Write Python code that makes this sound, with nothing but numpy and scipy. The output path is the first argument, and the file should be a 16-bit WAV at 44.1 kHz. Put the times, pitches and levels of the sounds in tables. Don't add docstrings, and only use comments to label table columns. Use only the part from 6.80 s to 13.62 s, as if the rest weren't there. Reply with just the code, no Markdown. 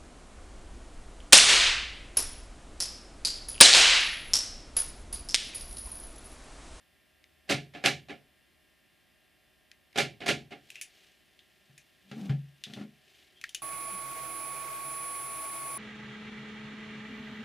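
import sys
import numpy as np
from scipy import signal
from scipy.fft import rfft, irfft
from scipy.io import wavfile
from scipy.ndimage import uniform_filter1d

SR = 44100
rng = np.random.default_rng(int(sys.argv[2]) if len(sys.argv) > 2 else 0)


def unload_audio(sound):
    columns = np.transpose(np.atleast_2d(sound))
    steps = np.round(np.clip(columns, -1, 1) * 32767)
    wavfile.write(sys.argv[1], SR, steps.astype(np.int16))


N = 300762
SIZE = 24576
TIME = np.arange(N) / SR
AGE = np.arange(SIZE) / SR
FREQ = np.maximum(np.fft.rfftfreq(SIZE, 1 / SR), 1)
DECAY_60_DB = np.log(1000)


# frequency in Hz, side minus mid in dB.
MIC_SPREAD = [(25, -3), (70, -10.5), (150, -7), (500, -9), (1200, -11.5), (2200, -18), (4000, -18.5),
              (8000, -14)]
# frequency in Hz, density in dB per Hz.
AIR_COLOUR = [(15, -53), (25, -17), (64, 0.5), (101, -6), (215, -3), (289, -6), (368, -2.5), (469, -14.5),
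              (598, -6), (1300, -22), (1660, -7.5), (2770, -8), (6730, -22.5), (11800, -18), (15500, -27)]
AIR_DB = -68.0
# frequency in Hz, rms level in dB before the common lift.
WHINE_TONES = [(624.5, -87.5), (748.3, -87.5), (1061, -91), (1184, -92.5), (1249, -94), (1373, -89.5),
               (1626, -84.5), (1809, -81.5), (1933, -89), (1997, -90.5), (2180, -100.5), (2778, -84),
               (3090, -87), (3176, -89), (3225, -94), (3526, -86.5), (4199, -96), (4802, -93), (5098, -99),
               (5399, -92.5)]
WHINE_LIFT_DB = 1.16
# frequency in Hz, density in dB per Hz.
DRONE_COLOUR = [(50, -43), (68, -24.5), (74, 2), (80, -13.5), (110, -46.5)]
# time in seconds, level in dB.
DRONE_COURSE = [(0, -86), (1.0, -71.0), (1.8, -83.5), (2.3, -105)]

# frequency in Hz, t60 in seconds before stretching.
CAR_DECAY = [(60, 1), (180, 0.46), (500, 0.31), (1200, 0.21), (3000, 0.29), (6000, 0.27), (14000, 0.23)]
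# frequency in Hz, density in dB per Hz.
CLICK_COLOUR = [(100, -15), (950, -37.5), (1700, -2), (3000, -2.5), (4600, -2.5), (6000, -6.5),
                (10000, -11), (15000, -21)]
# frequency in Hz, level in dB, t60 in seconds.
KEY_MODES = [(1790, -14, 0.062), (2450, -17, 0.074), (3020, -4, 0.11), (3620, -3, .06), (5700, 3, 0.031),
             (6370, 5, 0.018), (7150, 1, .035), (10000, 1.5, 0.011)]
# start in seconds, level in dB.
BUTTON_PRESSES = [(0.4409, -47.5), (2.9155, -39.5), (3.129, -50)]
# start in seconds, level in dB.
LATCH_SNAPS = [(5.3151, -45), (5.8378, -27.5), (5.9363, -35)]

# start in seconds, travel in seconds,
# first blow in dB, its treble in dB, stop in dB, stop bass in dB, stop crack in dB, thud in dB,
# sway in dB, spring return in dB, run-back in seconds.
LOCK_STROKES = [(.691, .0135, -28, -4, -19.5, 1, -8.5, -25, -32, -40.5, 0.062),
                (1.0392, .0207, -22, -5, -17, -5.5, 4, -31, -38, -37.5, .04),
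                (3.158, .0262, -28.5, -4, -19, 1.5, -4, -33, -34.5, -37, .06),
                (3.461, 0.027, -26, 1, -20.5, 2, -3.5, -27, -42, -42, .035)]
# frequency in Hz, density in dB per Hz.
RATTLE_COLOUR = [(30, -28.5), (90, -11), (150, -7.5), (430, -0.5), (485, -8), (560, -1.5), (760, -1.5),
                 (920, -10.5), (1250, -4.5), (1700, -1), (2400, 3), (4500, -4), (11500, -21), (15000, -35)]
# frequency in Hz, level in dB, t60 in seconds.
DOOR_MODES = [(71.7, -21, 0.99), (139.1, -0.5, 0.37), (160, -6, 0.33), (210.3, -3.5, 0.24),
              (236.1, -4, 0.28), (287, -3, 0.21), (338.7, -14.5, 0.24), (411.3, 0, 0.11),
              (554.5, -0.5, 0.15), (589, -7, 0.22), (713, -7.5, 0.26), (709.3, 3, 0.36), (762, -3.5, 0.1),
              (805, 3, .2), (1400, 2.5, 0.14), (1653, -6, 0.13), (1730, 0.5, 0.1), (2134, -11.5, 0.068),
              (2327, -10, 0.24), (2830, -10, 0.26)]
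# frequency in Hz, level in dB; only differences count.
HOUSING_MODES = [(2062, -52), (2169, -52), (2272, -53.5), (2315, -49.5), (2762, -52), (3548, -56),
                 (3865, -57), (3967, -57), (4355, -60)]
HOUSING_WIDTH_HZ, HOUSING_GAIN = 14, 0.7
# frequency in Hz, left minus right in dB.
LOCK_LEAN = [(200, 0), (500, -.8), (1000, -3.4), (2000, -3.4), (4000, -1.5), (8000, -2), (13000, -1.3)]
LOCK_WIDTH, HAND_PAN_DB = 1.3, 1.1
SPIN_UP_S, MOTOR_DB, RUN_BACK_DB = .016, -50.5, -41.5
LEVER_LEAD_S, LEVER_DB = .0085, -4.5
REBOUND_S, REBOUND_DB = .0115, -4
POWER_S, SETTLE_S = .246, .0105
ROD_HZ, SWAY_S, SWAY_HZ = 300, .034, 153
SETTLE_THUD_DB = -4.5

# start in seconds, level in dB, ring in Hz,
# treble in dB, metal share from 0 to 1, tail in dB.
KEY_CLINKS = [(3.903, -39.5, 2650, 9, .15, -11), (3.9561, -37.5, 2370, 0, 0.5, -9),
              (4.0129, -33, 2530, 12, .5, -7.5), (4.0204, -39, 10000, 4, .5, -7),
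              (4.591, -46, 3400, -10.5, 0.2, -10), (4.9786, -46.5, 2380, 7.5, 0.93, -8),
              (6.6133, -41, 2580, 4, .5, -12), (6.6925, -43.5, 3160, 10, 1, -12),
              (6.7472, -24.5, 2926, 7, .9, -14)]
BOUNCE_S, BOUNCE_DB = .0025, -6
JINGLE_S, JINGLE_LENGTH_S, JINGLE_DB = 3.2, 0.031, -46
SUSTAIN_DB, SUSTAIN_T60_S = -13, .09
# middle in seconds, length in seconds, level in dB.
SLEEVE_RUBS = [(3.943, 0.23, -58.5), (4.204, 0.25, -60.5), (5.422, .22, -58), (5.937, 0.19, -57.5),
               (6.359, 0.28, -61), (6.72, 0.26, -63)]
# frequency in Hz, density in dB per Hz.
SLEEVE_COLOUR = [(180, -58.5), (300, -10.5), (403, -0.5), (490, -17), (726, -7), (991, -25), (1760, -7),
                 (2970, -1.5), (15000, -26)]
REST_DB = -71
# start in seconds, length in seconds, pitch in Hz, level in dB.
KEY_SCRAPES = [(3.954, 0.053, 2680, -51.5), (6.554, 0.056, 3250, -62.5), (6.672, 0.039, 3100, -59)]

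# start in seconds, thud in dB, contact in Hz, rattle in dB.
HANDLE_KNOCKS = [(4.893, -55, 166, -67), (5.314, -36.5, 210, -41.5), (5.4944, -20, 153, -37),
                 (5.971, -36.5, 199, -44), (6.011, -33.5, 245, -45)]
# frequency in Hz, gain in dB.
LINKAGE_TONE = [(150, -1.5), (400, 6), (650, 2.5), (1100, 4), (2500, -4), (8000, -9.5)]
SLIDE_S, SLIDE_LENGTH_S, SLIDE_RATTLE_DB = 5.867, .131, -53.5
SLIDE_DB, SLIDE_DB_PER_S, SLIDE_HZ, SLIDE_HZ_PER_S = -45.5, 36, 204, 600
LOAD_S, GROAN_S, GROAN_END_S, GROAN_ATTACK_S = 5.2, 5.362, 5.495, 0.0079
LOAD_DB, GROAN_DB, GROAN_HZ, SAG_HZ_PER_S = -58, -42.5, 216, 210
# frequency in Hz, density in dB per Hz.
RASP_COLOUR = [(35, -42), (100, -19), (260, 15), (480, -20), (800, 2.0), (950, -21.5), (1500, -13), (5000, -34)]
# frequency in Hz, level in dB, t60 in seconds.
CASE_MODES = [(1400, -1, 0.025), (1625, -2.5, 0.035), (1890, -1.5, 0.04), (2230, -10, 0.048)]
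CLACK_S, CLACK_DB = 6.6398, -28
TOP_HZ = 15300


def undb(db):
    return 10 ** (np.asarray(db) / 20)


def curve(points, hz=FREQ):
    f, value = np.transpose(sorted(points))
    return np.interp(np.log(hz), np.log(f), value)


def unit(x):
    return x / np.sqrt(np.mean(x ** 2))


def add(out, s, sound):
    start = int(s * SR)
    out[:, start:start + SIZE] += sound[..., :N - start]


def colour(x, gain):
    cepstrum = irfft(np.log(gain + 1e-6))
    cepstrum[1:SIZE // 2] *= 2
    cepstrum[SIZE // 2 + 1:] = 0
    return irfft(rfft(x) * np.exp(rfft(cepstrum)))


def noise(size, width):
    hz = np.maximum(np.fft.rfftfreq(size, 1 / SR), 1)
    mid, side = rfft(rng.standard_normal((2, size)))
    side = side * width * undb(curve(MIC_SPREAD, hz))
    return np.array([mid + side, mid - side]), hz


def wash(points, width):
    spectrum, hz = noise(N, width)
    return unit(irfft(spectrum * undb(curve(points, hz)), N))


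def uneven(length, count):
    jitter = rng.uniform(-.1, .1, count) / count
    return length * (np.linspace(0, 1, count) + jitter)


def pan(x, points):
    hz = np.maximum(np.fft.rfftfreq(N, 1 / SR), 1)
    lean = undb(curve(points, hz) / 2)
    return irfft(rfft(x) * np.array([lean, 1 / lean]), N)


def background():
    whine = np.zeros(N)
    for hz, db in WHINE_TONES:
        whine += undb(db) * np.sqrt(2) * np.sin(2 * np.pi * (hz * TIME + rng.random()))
    drone = wash(DRONE_COLOUR, width=0.98)
    drone_db = np.interp(TIME, *np.transpose(DRONE_COURSE))
    air = undb(AIR_DB) * wash(AIR_COLOUR, width=1.92)
    return air + undb(WHINE_LIFT_DB) * whine + undb(drone_db) * drone


def tail(stretch):
    spectrum, _ = noise(SIZE, width=0.74)
    out = np.zeros((2, SIZE))
    for hz, t60 in CAR_DECAY:
        band = curve([(f, float(f == hz)) for f, _ in CAR_DECAY])
        out += irfft(spectrum * band) * np.exp(-DECAY_60_DB * AGE / (t60 * stretch))
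    return out


def crack(t60, snap):
    spectrum, _ = noise(SIZE, width=0.87)
    sound = irfft(spectrum) * (undb(-60 * AGE / t60) + snap * np.exp(-AGE / 0.0014))
    return sound / np.linalg.norm(sound[0]) * np.sqrt(SR / 500)


def emphasis(modes, blur):
    hz, db, t60 = np.transpose(modes)[..., None]
    half_width = blur * DECAY_60_DB / (2 * np.pi * t60)
    return np.sum(undb(db) / (1 + ((FREQ - hz) / half_width) ** 2), axis=0)


def click(ring_hz, width_hz, peak, treble_db, metal, room_db):
    resonance = 1 + peak / (1 + ((FREQ - ring_hz) / width_hz) ** 2)
    metal_body = 1 + 2 * metal * emphasis(KEY_MODES, blur=2.4)
    tone = undb(curve([(3500, 0.0058), (8000, treble_db)]))
    gain = unit(undb(curve(CLICK_COLOUR)) * metal_body * resonance) * tone
    snap = crack(t60=.015, snap=2.6)
    return undb(-3.0) * colour(snap + undb(room_db) * tail(stretch=0.55), gain)


def snaps():
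    out = np.zeros((2, N))
    for s, db in BUTTON_PRESSES:
        tick = click(ring_hz=2130, width_hz=350, peak=3.3, treble_db=-4.5, metal=0.36, room_db=-18)
        add(out, s, undb(db) * tick)
    for s, db in LATCH_SNAPS:
        snap = click(ring_hz=3500, width_hz=490, peak=2.5, treble_db=-4.5, metal=0.32, room_db=-8.5)
        add(out, s, undb(db) * snap)
    return out


def door_colour():
    return unit(undb(curve(RATTLE_COLOUR)) * (1 + 1.3 * emphasis(DOOR_MODES, blur=2.4)))


def whirr(running, treble_db):
    teeth = 1 + 0.42 * np.sin(2 * np.pi * 380 * AGE)
    tone = door_colour() * undb(curve([(1000, 0.00046), (7000, treble_db)]))
    gears = colour(irfft(noise(SIZE, width=.9)[0]) * teeth * running, tone)
    hum = 0.73 * running * np.sin(2 * np.pi * 755 * AGE)
    return undb(-6) * (gears + hum)


def motors():
    out = np.zeros((2, N))
    for s, travel, *_, run_back in LOCK_STROKES:
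        driven = np.clip(np.minimum(AGE, SPIN_UP_S + travel - AGE) / 0.0089, 0, 1)
        coasting = np.minimum(AGE / .008, 1) * np.exp(-AGE / run_back)
        add(out, s - SPIN_UP_S, undb(MOTOR_DB) * whirr(driven, treble_db=-1.5))
        add(out, s + POWER_S + SETTLE_S, undb(RUN_BACK_DB) * whirr(coasting, treble_db=-10))
    return out


def housing():
    hz, db = np.transpose(HOUSING_MODES)[..., None]
    peaks = undb(db - db.max()) / (1 + ((FREQ - hz) / HOUSING_WIDTH_HZ) ** 2)
    return 1 + HOUSING_GAIN * np.sum(peaks, axis=0)


def blow(bass_db, treble_db, crack_db):
    tone = undb(curve([(600, bass_db), (1500, 0.0055), (3000, 0.029),
                       (6500, treble_db), (12000, treble_db), (15500, treble_db - 11)]))
    through_door = 1 - np.exp(-AGE / 0.0013)
    settling = np.exp(-AGE / 0.025)
    flutter = unit(uniform_filter1d(rng.standard_normal(SIZE), size=90))
    bounces = undb(2.64 * flutter * settling)
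    clatter = tail(stretch=0.84) * (1 + 0.5 * settling) * bounces
    contact = undb(crack_db) * crack(t60=0.015, snap=1.2)
    return colour(undb(-6.5) * clatter * through_door + contact, door_colour() * housing() * tone)


def actuators():
    out = np.zeros((2, N))
    for s, travel, first_db, first_treble_db, stop_db, bass_db, crack_db, _, _, return_db, run_back in LOCK_STROKES:
        stop, cut = s + travel, s + POWER_S
        add(out, s, undb(first_db) * blow(bass_db=2.5, treble_db=first_treble_db, crack_db=-9))
        add(out, stop - LEVER_LEAD_S, undb(stop_db + LEVER_DB) * blow(bass_db=1.5, treble_db=3.5, crack_db=-10))
        add(out, stop, undb(stop_db) * blow(bass_db, treble_db=0.9, crack_db=crack_db))
        rebound = blow(bass_db / 2, treble_db=-2.0, crack_db=-13.5)
        add(out, stop + REBOUND_S, undb(stop_db + REBOUND_DB) * rebound)
        add(out, cut, undb(return_db - 6) * blow(bass_db=6, treble_db=-5, crack_db=-5))
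        add(out, cut + SETTLE_S, undb(return_db) * blow(bass_db=5, treble_db=-11, crack_db=-6.5))
        add(out, cut + run_back / 2, undb(return_db - 4) * blow(bass_db=7.5, treble_db=-10.5, crack_db=-14))
    return out


def ring(modes, scatter_db):
    hz, db, t60 = np.transpose(modes)[..., None]
    size, detune = rng.standard_normal((2, len(modes), 1))
    age = AGE[:SIZE * 3 // 4]
    waves = np.sin(2 * np.pi * hz * (1 + 0.005 * detune) * age) * np.exp(-DECAY_60_DB * age / t60)
    return np.pad(np.sum(undb(db + scatter_db * size) * waves, axis=0), (0, SIZE // 4))


def low_cut(hz):
    return 1 / np.sqrt(1 + (hz / FREQ) ** 4)


def thud(contact_hz):
    ratio = FREQ / contact_hz
    band = 1 / np.sqrt(1 + (2.7 * (ratio - 1 / ratio)) ** 2)
    push = band / (1 + (ratio / 1.51) ** 4)
    return colour(ring(DOOR_MODES, scatter_db=3.0), push * low_cut(hz=117))


def rods():
    out = np.zeros((2, N))
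    for s, travel, *_, thud_db, sway_db, return_db, _ in LOCK_STROKES:
        add(out, s + travel, undb(thud_db) * thud(contact_hz=ROD_HZ))
        add(out, s + travel + SWAY_S, undb(sway_db) * thud(contact_hz=SWAY_HZ))
        add(out, s + POWER_S + SETTLE_S, undb(return_db + SETTLE_THUD_DB) * thud(contact_hz=ROD_HZ))
    return out


def key():
    out = np.zeros((2, N))
    jingle = [(JINGLE_S + t, JINGLE_DB, 2600, 10, .45, -3) for t in uneven(JINGLE_LENGTH_S, count=3)]
    for s, db, ring_hz, treble_db, metal, tail_db in KEY_CLINKS + jingle:
        for delay, gain in [(0, 1), (BOUNCE_S, metal * undb(BOUNCE_DB))]:
            touch = click(ring_hz, width_hz=380, peak=4.3, treble_db=treble_db, metal=metal, room_db=tail_db)
            add(out, s + delay, undb(db) * gain * touch)
        sustain = ring([(ring_hz, SUSTAIN_DB, SUSTAIN_T60_S)], scatter_db=1)
        add(out, s, undb(db) * metal * sustain)
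    return out


def sleeve():
    slips = unit(uniform_filter1d(rng.standard_normal(N), size=500))
    grains = unit(uniform_filter1d(rng.standard_normal(N), size=60))
    moves = sum(undb(db) * np.exp(-(2 * (TIME - s) / length) ** 2) for s, length, db in SLEEVE_RUBS)
    restless = undb(REST_DB) * (TIME > SLEEVE_RUBS[0][0])
    roughness = undb(1.7 * slips + 1.8 * grains - 2.3)
    return wash(SLEEVE_COLOUR, width=0.75) * np.hypot(moves, restless) * roughness


def scrapes():
    out = np.zeros((2, N))
    for s, length, hz, db in KEY_SCRAPES:
        stroke = np.sqrt(np.clip(np.sin(np.pi * np.minimum(AGE / length, 1)), 0, 1))
        band = unit(1 / (1 + ((FREQ - hz) / 170) ** 2))
        friction = irfft(noise(SIZE, width=0.41)[0]) * stroke
        add(out, s, undb(db) * colour(friction, band))
    return out


def knocks():
    out = np.zeros((2, N))
    body = door_colour() * undb(curve(LINKAGE_TONE))
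    bumps = [(SLIDE_S + t, SLIDE_DB + SLIDE_DB_PER_S * t, SLIDE_HZ + SLIDE_HZ_PER_S * t, SLIDE_RATTLE_DB)
             for t in uneven(SLIDE_LENGTH_S, count=5)]
    for s, db, contact_hz, rattle_db in HANDLE_KNOCKS + bumps:
        rattle = undb(rattle_db - 2.0) * colour(tail(stretch=0.69), body)
        add(out, s, undb(db) * thud(contact_hz) + rattle)
    return out


def groan():
    hz = GROAN_HZ - SAG_HZ_PER_S * np.abs(np.clip(TIME, LOAD_S, GROAN_END_S) - GROAN_S)
    load = undb(LOAD_DB) * np.clip((TIME - LOAD_S) / (GROAN_S - LOAD_S), 0, 1)
    attack = undb(GROAN_DB) * np.clip((TIME - GROAN_S) / GROAN_ATTACK_S, 0, 1)
    release = np.clip((GROAN_END_S - TIME) / .006, 0, 1)
    effort = (load + attack) * release
    wobble, grip = (unit(uniform_filter1d(row, size=260)) for row in rng.standard_normal((2, N)))
    phase = 2 * np.pi * np.cumsum(hz * (1 + 0.084 * wobble)) / SR
    slips = unit(np.sin(phase)) * (1 + 0.7 * np.tanh(grip))
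    rasp = wash(RASP_COLOUR, width=1.0) * (1 + np.cos(phase) / 2)
    high_pass = signal.butter(4, 120, "high", fs=SR, output="sos")
    return signal.sosfilt(high_pass, (slips + undb(-11) * rasp) * effort)


def fob():
    out = np.zeros((2, N))
    contact = click(ring_hz=1830, width_hz=440, peak=3.3, treble_db=-4.5, metal=.1, room_db=-13)
    case = colour(ring(CASE_MODES, scatter_db=1), low_cut(hz=1150) ** 3)
    add(out, CLACK_S, undb(CLACK_DB) * (contact + undb(-3) * case))
    return out


def scene():
    doors = actuators() + motors()
    middle = doors.mean(axis=0)
    locks = pan(middle + LOCK_WIDTH * (doors - middle), LOCK_LEAN)
    hand = knocks() + groan() + snaps() + key() + fob() + scrapes() + sleeve()
    hand_pan = undb(np.array([[HAND_PAN_DB], [-HAND_PAN_DB]]) / 2)
    return locks + rods() + hand * hand_pan + background()


def record(dry):
    return signal.sosfilt(signal.ellip(8, .2, 70, TOP_HZ, fs=SR, output="sos"), dry)


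dry = scene()
out = record(dry)
unload_audio(out)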